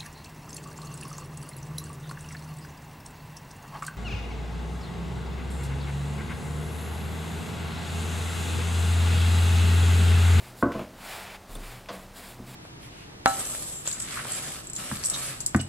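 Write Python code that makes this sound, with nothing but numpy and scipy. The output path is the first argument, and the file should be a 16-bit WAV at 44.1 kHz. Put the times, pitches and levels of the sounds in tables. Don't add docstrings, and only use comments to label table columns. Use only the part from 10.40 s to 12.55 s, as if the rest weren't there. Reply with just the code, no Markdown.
import sys
import numpy as np
from scipy import signal
from scipy.fft import rfft, irfft, next_fast_len
from scipy.io import wavfile
from scipy.ndimage import map_coordinates

SR = 44100
rng = np.random.default_rng(int(sys.argv[2]) if len(sys.argv) > 2 else 0)


def materialize(psi):
    bounded = np.clip(np.atleast_2d(psi).T, -1, 1)
    quanta = np.round(bounded * 32767).astype(np.int16)
    wavfile.write(sys.argv[1], SR, quanta)


def ratio_of_db(decibels):
    return 10 ** (np.asarray(decibels, float) / 20)


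N = 94815

# f/Hz, level/dB
AIR = [(15, -20), (30, 2), (50, -2), (80, 0.5), (130, -1), (200, -5.5), (320, -6.5), (730, -5), (2500, -16),
       (6100, -21.5), (9000, -23.5), (15800, -28)]
# f/Hz, level/dB
SELF_NOISE = [(20, 12), (60, 15.5), (300, 7), (800, 3), (1500, -3.5), (4000, 1), (15800, 2.5)]
AIR_DB, SELF_NOISE_DB = -50, -72.5

# t/s, rolling force level/dB (before PUSH_DB), 125 Hz hum level/dB (before its swells),
# 189 Hz hum level/dB (before its swells), table sway level/dB
PUSH = [(0.0, -44, -45, -59, -70), (0.03, -46, -49.5, -64, -76), (0.11, -55, -58, -67, -59),
        (0.2, -57, -55, -62, -67), (0.25, -48, -52, -55, -52), (0.32, -55, -57, -61, -61),
        (0.36, -46, -53, -53, -47), (0.45, -49, -62, -56, -59), (0.51, -49, -63, -56, -78),
        (0.54, -51.5, -60, -59, -58), (0.74, -60, -65.5, -67, -59), (0.81, -62, -78, -60.5, -82),
        (0.93, -58, -84, -61, -58), (1.05, -62.5, -74, -62.5, -75), (1.11, -49, -75, -66, -44),
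        (1.17, -54, -63, -62, -37), (1.29, -55, -58, -71, -45), (1.44, -56, -64, -60, -66),
        (1.51, -55, -69, -56, -62), (1.54, -58, -68, -58, -68), (1.57, -54, -65, -53, -56),
        (1.67, -66.5, -70, -58, -51), (1.84, -51, -68, -60, -58), (1.93, -54.5, -55.5, -67, -58),
        (2.02, -52, -48.5, -69, -56), (2.15, -60, -53, -62, -57)]
PUSH_DB, PUSH_TOP_HZ = -1.5, 350
LOW_HUM_HZ, HIGH_HUM_HZ, HUM_WIDTH_HZ = 125.3, 189.5, 3.38
SWAY_HZ, SWAY_WAVER_HZ = 32, 0.4

# start t/s, full t/s, fading t/s, end t/s, palm hiss level/dB, dough and flour drag level/dB
STROKES = [(-.05, 0.047, 0.082, 0.14, -54, -52.5), (0.147, 0.208, 0.22, .24, -50.5, -62),
           (0.317, .33, 0.42, 0.4653, -59, -47.5), (0.589, 0.707, 0.73, 0.88, -45, -40.5),
           (0.744, 0.842, 0.954, 0.975, -55.5, -45), (1.084, 1.115, 1.17, 1.175, -50.5, -54.5),
           (1.155, 1.273, 1.313, 1.42, -50, -47.5), (1.506, 1.536, 1.555, 1.58, -51, -47),
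           (1.54, 1.566, 1.614, 1.676, -56, -54.5), (1.744, 1.778, 1.79, 1.83, -47.5, -48),
           (1.8, 1.843, 1.9, 1.96, -50, -50.5), (2.046, 2.1, 2.15, 2.2, -51.5, -51)]
STROKE_FADE_DB = 13
# f/Hz, level/dB
PALM = [(900, -52), (1500, -25), (2200, -34), (3400, -0.5), (5000, -1.5), (6150, -12.5), (7100, -1.5),
        (9500, -2), (13000, -4.5), (15500, -6.5)]
# f/Hz, level/dB
DRAG = [(150, -37), (250, -19), (330, -17), (369, -8), (481, -10), (752, -3), (1240, -7), (2360, -6.5),
        (6090, -22), (7000, -21), (9100, -46), (15400, -120)]
GRIT = 0.4

# t/s, level/dB, top of the contact pulse f/Hz (hardness; held to 9000),
# bass cut f/Hz (high for a glancing blow), slow board ring level/dB (added to BOARD_DB), rattle level/dB
KNOCKS = [(0.2256, -15.5, 1480, 60.5, -0.5, -7), (0.319, -41.5, 4430, 1500, -10, 4.5),
          (0.3515, -30, 930, 198, 3, -4), (0.3929, -36, 780, 200, 4.5, 20), (.408, -42.5, 600, 198, 3, -4),
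          (1.093, -44, 1270, 149, -1, 2), (1.1529, -40.5, 1010, 70, 1.5, 3),
          (1.487, -31.5, 4400, 1500, -20, 1.5), (1.4915, -24.5, 1700, 1099, -6, -8),
          (1.501, -34.5, 1500, 350, 3, 0), (1.9904, -43, 1080, 220, -1.5, -11),
          (1.991, -38, 260, 90, 6, -6)]
# f/Hz, level/dB (before scatter), t60/s
PIN = [(182, -2.5, 0.046), (561, 3.5, 0.046), (1054, 2, 0.019), (1500, -1, 0.021), (2000, -9, 0.022),
       (2500, -30, .02), (3180, -15, .02), (4800, -27, .015)]
# f/Hz, level/dB (before scatter), t60/s
BOARD = [(74.3, -8, 0.23), (122.8, -2.5, 0.27), (194, -4.5, 0.25), (244.3, -1.5, 0.2), (285.2, -3, 0.27),
         (352, -2, 0.18), (413.3, -6.5, 0.13), (496, -5.5, 0.19), (585, -5.5, 0.14), (630.4, -1, 0.13),
         (706, -8.5, 0.16), (881, -17, 0.18), (1000, -41, 0.072), (1123, -1.5, 0.097), (1230, -5.5, 0.087)]
BOARD_DB = -5.5
SWELL_S = 0.00043
WAVER, WAVER_PER_S, WAVER_FULL_HZ = 1.08, 46.5, 600
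RATTLE_T60 = 0.12
DAMP_S, DAMP_DB, DAMP_OVER_S = 0.423, 6, 0.034

# t/s, level/dB, f/Hz, cycles in which the tick falls by 30 dB
TICKS = [(0.319, -37, 7540, 14), (.319, -27, 2000, 6), (.352, -33, 2500, 6), (0.3936, -28, 2650, 8.6),
         (1.1095, -45, 3800, 6), (1.1195, -40, 8500, 8), (1.1524, -23.5, 9150, 22),
         (1.1545, -33.5, 3550, 27), (1.4594, -32, 2500, 5.6)]
TICK_RISE_S = 0.00034

# f/Hz, t60/s
KITCHEN = [(100, .35), (250, 0.6), (500, 0.54), (1500, 0.46), (5000, 0.1), (12000, 0.21)]
ROOM_DB, TICK_ROOM_DB = -7, -10
TOP_HZ = 15830


def unit(x):
    return x / np.sqrt(np.mean(x ** 2) + 1e-20)


def along(points, hz):
    f, value = np.transpose(points)
    return np.interp(np.log(hz + 1), np.log(f + 1), value)


def curves(rows):
    s, *columns = np.transpose(rows)
    return [np.interp(np.arange(N) / SR, s, column) for column in columns]


def wobble(rate):
    knots = rng.standard_normal(int(N * rate / SR) + 4)
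    return map_coordinates(knots, [np.arange(N) * rate / SR])


def wander(count, rate):
    knots = rng.standard_normal(int(count * rate / SR) + 4)
    curve = map_coordinates(knots, [np.arange(count) * rate / SR], order=1)
    return curve - curve[0]


def filtered(x, response):
    m = next_fast_len(N + SR)
    return irfft(rfft(x, m) * response(np.fft.rfftfreq(m, 1 / SR)), m)[..., :N]


def colored_noise(spectrum):
    return unit(filtered(rng.standard_normal(N), lambda hz: ratio_of_db(along(spectrum, hz))))


def ring(modes, scatter_db=0):
    t = np.arange(SR // 2) / SR
    total = np.zeros(len(t))
    for k, (hz, db, t60) in enumerate(modes):
        level_db = db + scatter_db * rng.standard_normal()
        drift = WAVER * min(hz / WAVER_FULL_HZ, 1) * wander(len(t), WAVER_PER_S)
        total += (-1) ** k * ratio_of_db(level_db - 60 * t / t60) * np.sin(2 * np.pi * hz * t + drift)
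    return (1 - np.exp(-t / SWELL_S)) * total


def room():
    hz, t, z = signal.stft(rng.standard_normal(SR), SR, nperseg=256)
    decay = ratio_of_db(-60 * t / along(KITCHEN, hz)[:, None])
    tail = signal.istft(z * decay, SR, nperseg=256)[1]
    return np.pad(tail / np.linalg.norm(tail), (200, 0))


def add(track, s, sound):
    part = track[round(s * SR):][:len(sound)]
    part += sound[:len(part)]


def air():
    return ratio_of_db(AIR_DB) * colored_noise(AIR)


def self_noise():
    return ratio_of_db(SELF_NOISE_DB) * colored_noise(SELF_NOISE)


def board_hum(mode_hz):
    hz = mode_hz + HUM_WIDTH_HZ * wobble(17)
    swells = ratio_of_db(5.5 * wobble(11))
    return np.sqrt(2) * swells * np.sin(2 * np.pi * np.cumsum(hz) / SR)


def table():
    push_db, low_hum_db, high_hum_db, sway_db = curves(PUSH)
    force = filtered(rng.standard_normal(N), lambda hz: 1 / (1 + (hz / PUSH_TOP_HZ) ** 2))
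    body = ratio_of_db(push_db + PUSH_DB) * unit(signal.fftconvolve(force, ring(BOARD))[:N])
    low_hum = ratio_of_db(low_hum_db) * board_hum(LOW_HUM_HZ)
    high_hum = ratio_of_db(high_hum_db) * board_hum(HIGH_HUM_HZ)
    sway_phase = 2 * np.pi * np.cumsum(SWAY_HZ + SWAY_WAVER_HZ * wobble(8.9)) / SR
    sway = np.sqrt(2) * ratio_of_db(sway_db) * np.sin(sway_phase)
    return body + low_hum + high_hum + sway


def rub(spectrum, flutter_db):
    grains = np.exp(GRIT * rng.standard_normal(N)) * ratio_of_db(flutter_db * wobble(59.71))
    return unit(filtered(rng.standard_normal(N) * grains, lambda hz: ratio_of_db(along(spectrum, hz))))


def hands():
    t = np.arange(N) / SR
    palm_power, drag_power = np.zeros(N), np.zeros(N)
    for start, full, fading, end, palm_db, drag_db in STROKES:
        before = np.maximum((full - t) / (full - start), 0)
        after = np.maximum((t - fading) / (end - fading), 0)
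        shape = ratio_of_db(-STROKE_FADE_DB * np.minimum(before ** 2 + after ** 2, 20))
        palm_power += (shape * ratio_of_db(palm_db)) ** 2
        drag_power += (shape * ratio_of_db(drag_db)) ** 2
    palms = np.sqrt(palm_power) * rub(PALM, flutter_db=0.6)
    dough = np.sqrt(drag_power) * rub(DRAG, flutter_db=0.6)
    return palms + dough


def knocks():
    out = np.zeros(N)
    for s, db, top_hz, low_hz, board_db, rattle_db in KNOCKS:
        body = ring(PIN, scatter_db=4.5) + ratio_of_db(BOARD_DB + board_db) * ring(BOARD, scatter_db=2.0)
        rattle_decay = ratio_of_db(rattle_db - 60 * np.arange(len(body)) / SR / RATTLE_T60)
        body = body + rattle_decay * rng.standard_normal(len(body))
        bass_cut = signal.butter(2, low_hz, "high", fs=SR, output="sos")
        contact = signal.butter(3, min(top_hz, 9000), fs=SR, output="sos")
        blow = ratio_of_db(db) * signal.sosfilt(contact, signal.sosfilt(bass_cut, body))
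        add(out, s, blow)
        add(out, s, ratio_of_db(ROOM_DB) * signal.fftconvolve(blow, room()))
    t = np.arange(N) / SR
    damping = np.clip((t - DAMP_S) / DAMP_OVER_S, 0, 1) * (t < 1)
    return out * ratio_of_db(-DAMP_DB * damping)


def ticks():
    out, t = np.zeros(N), np.arange(600) / SR
    for s, db, hz, cycles in TICKS:
        decay = ratio_of_db(db - 60 * t * hz / (2 * cycles))
        rise = 1 - np.exp(-t / TICK_RISE_S)
        rough = 1 + 0.3 * rng.standard_normal(len(t))
        add(out, s, decay * rise * np.sin(2 * np.pi * hz * t) * rough)
    return out + ratio_of_db(TICK_ROOM_DB) * signal.fftconvolve(out, room())[:N]


def scene():
    mid = air() + table() + hands() + knocks() + ticks()
    side = self_noise()
    return np.array([mid + side, mid - side])


def roll_off(x):
    return signal.sosfilt(signal.butter(12, 16980, fs=SR, output="sos"), x)


def record(dry):
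    mix = filtered(dry, lambda hz: hz < TOP_HZ)
    return roll_off(mix)


dry = scene()
out = record(dry)
materialize(out)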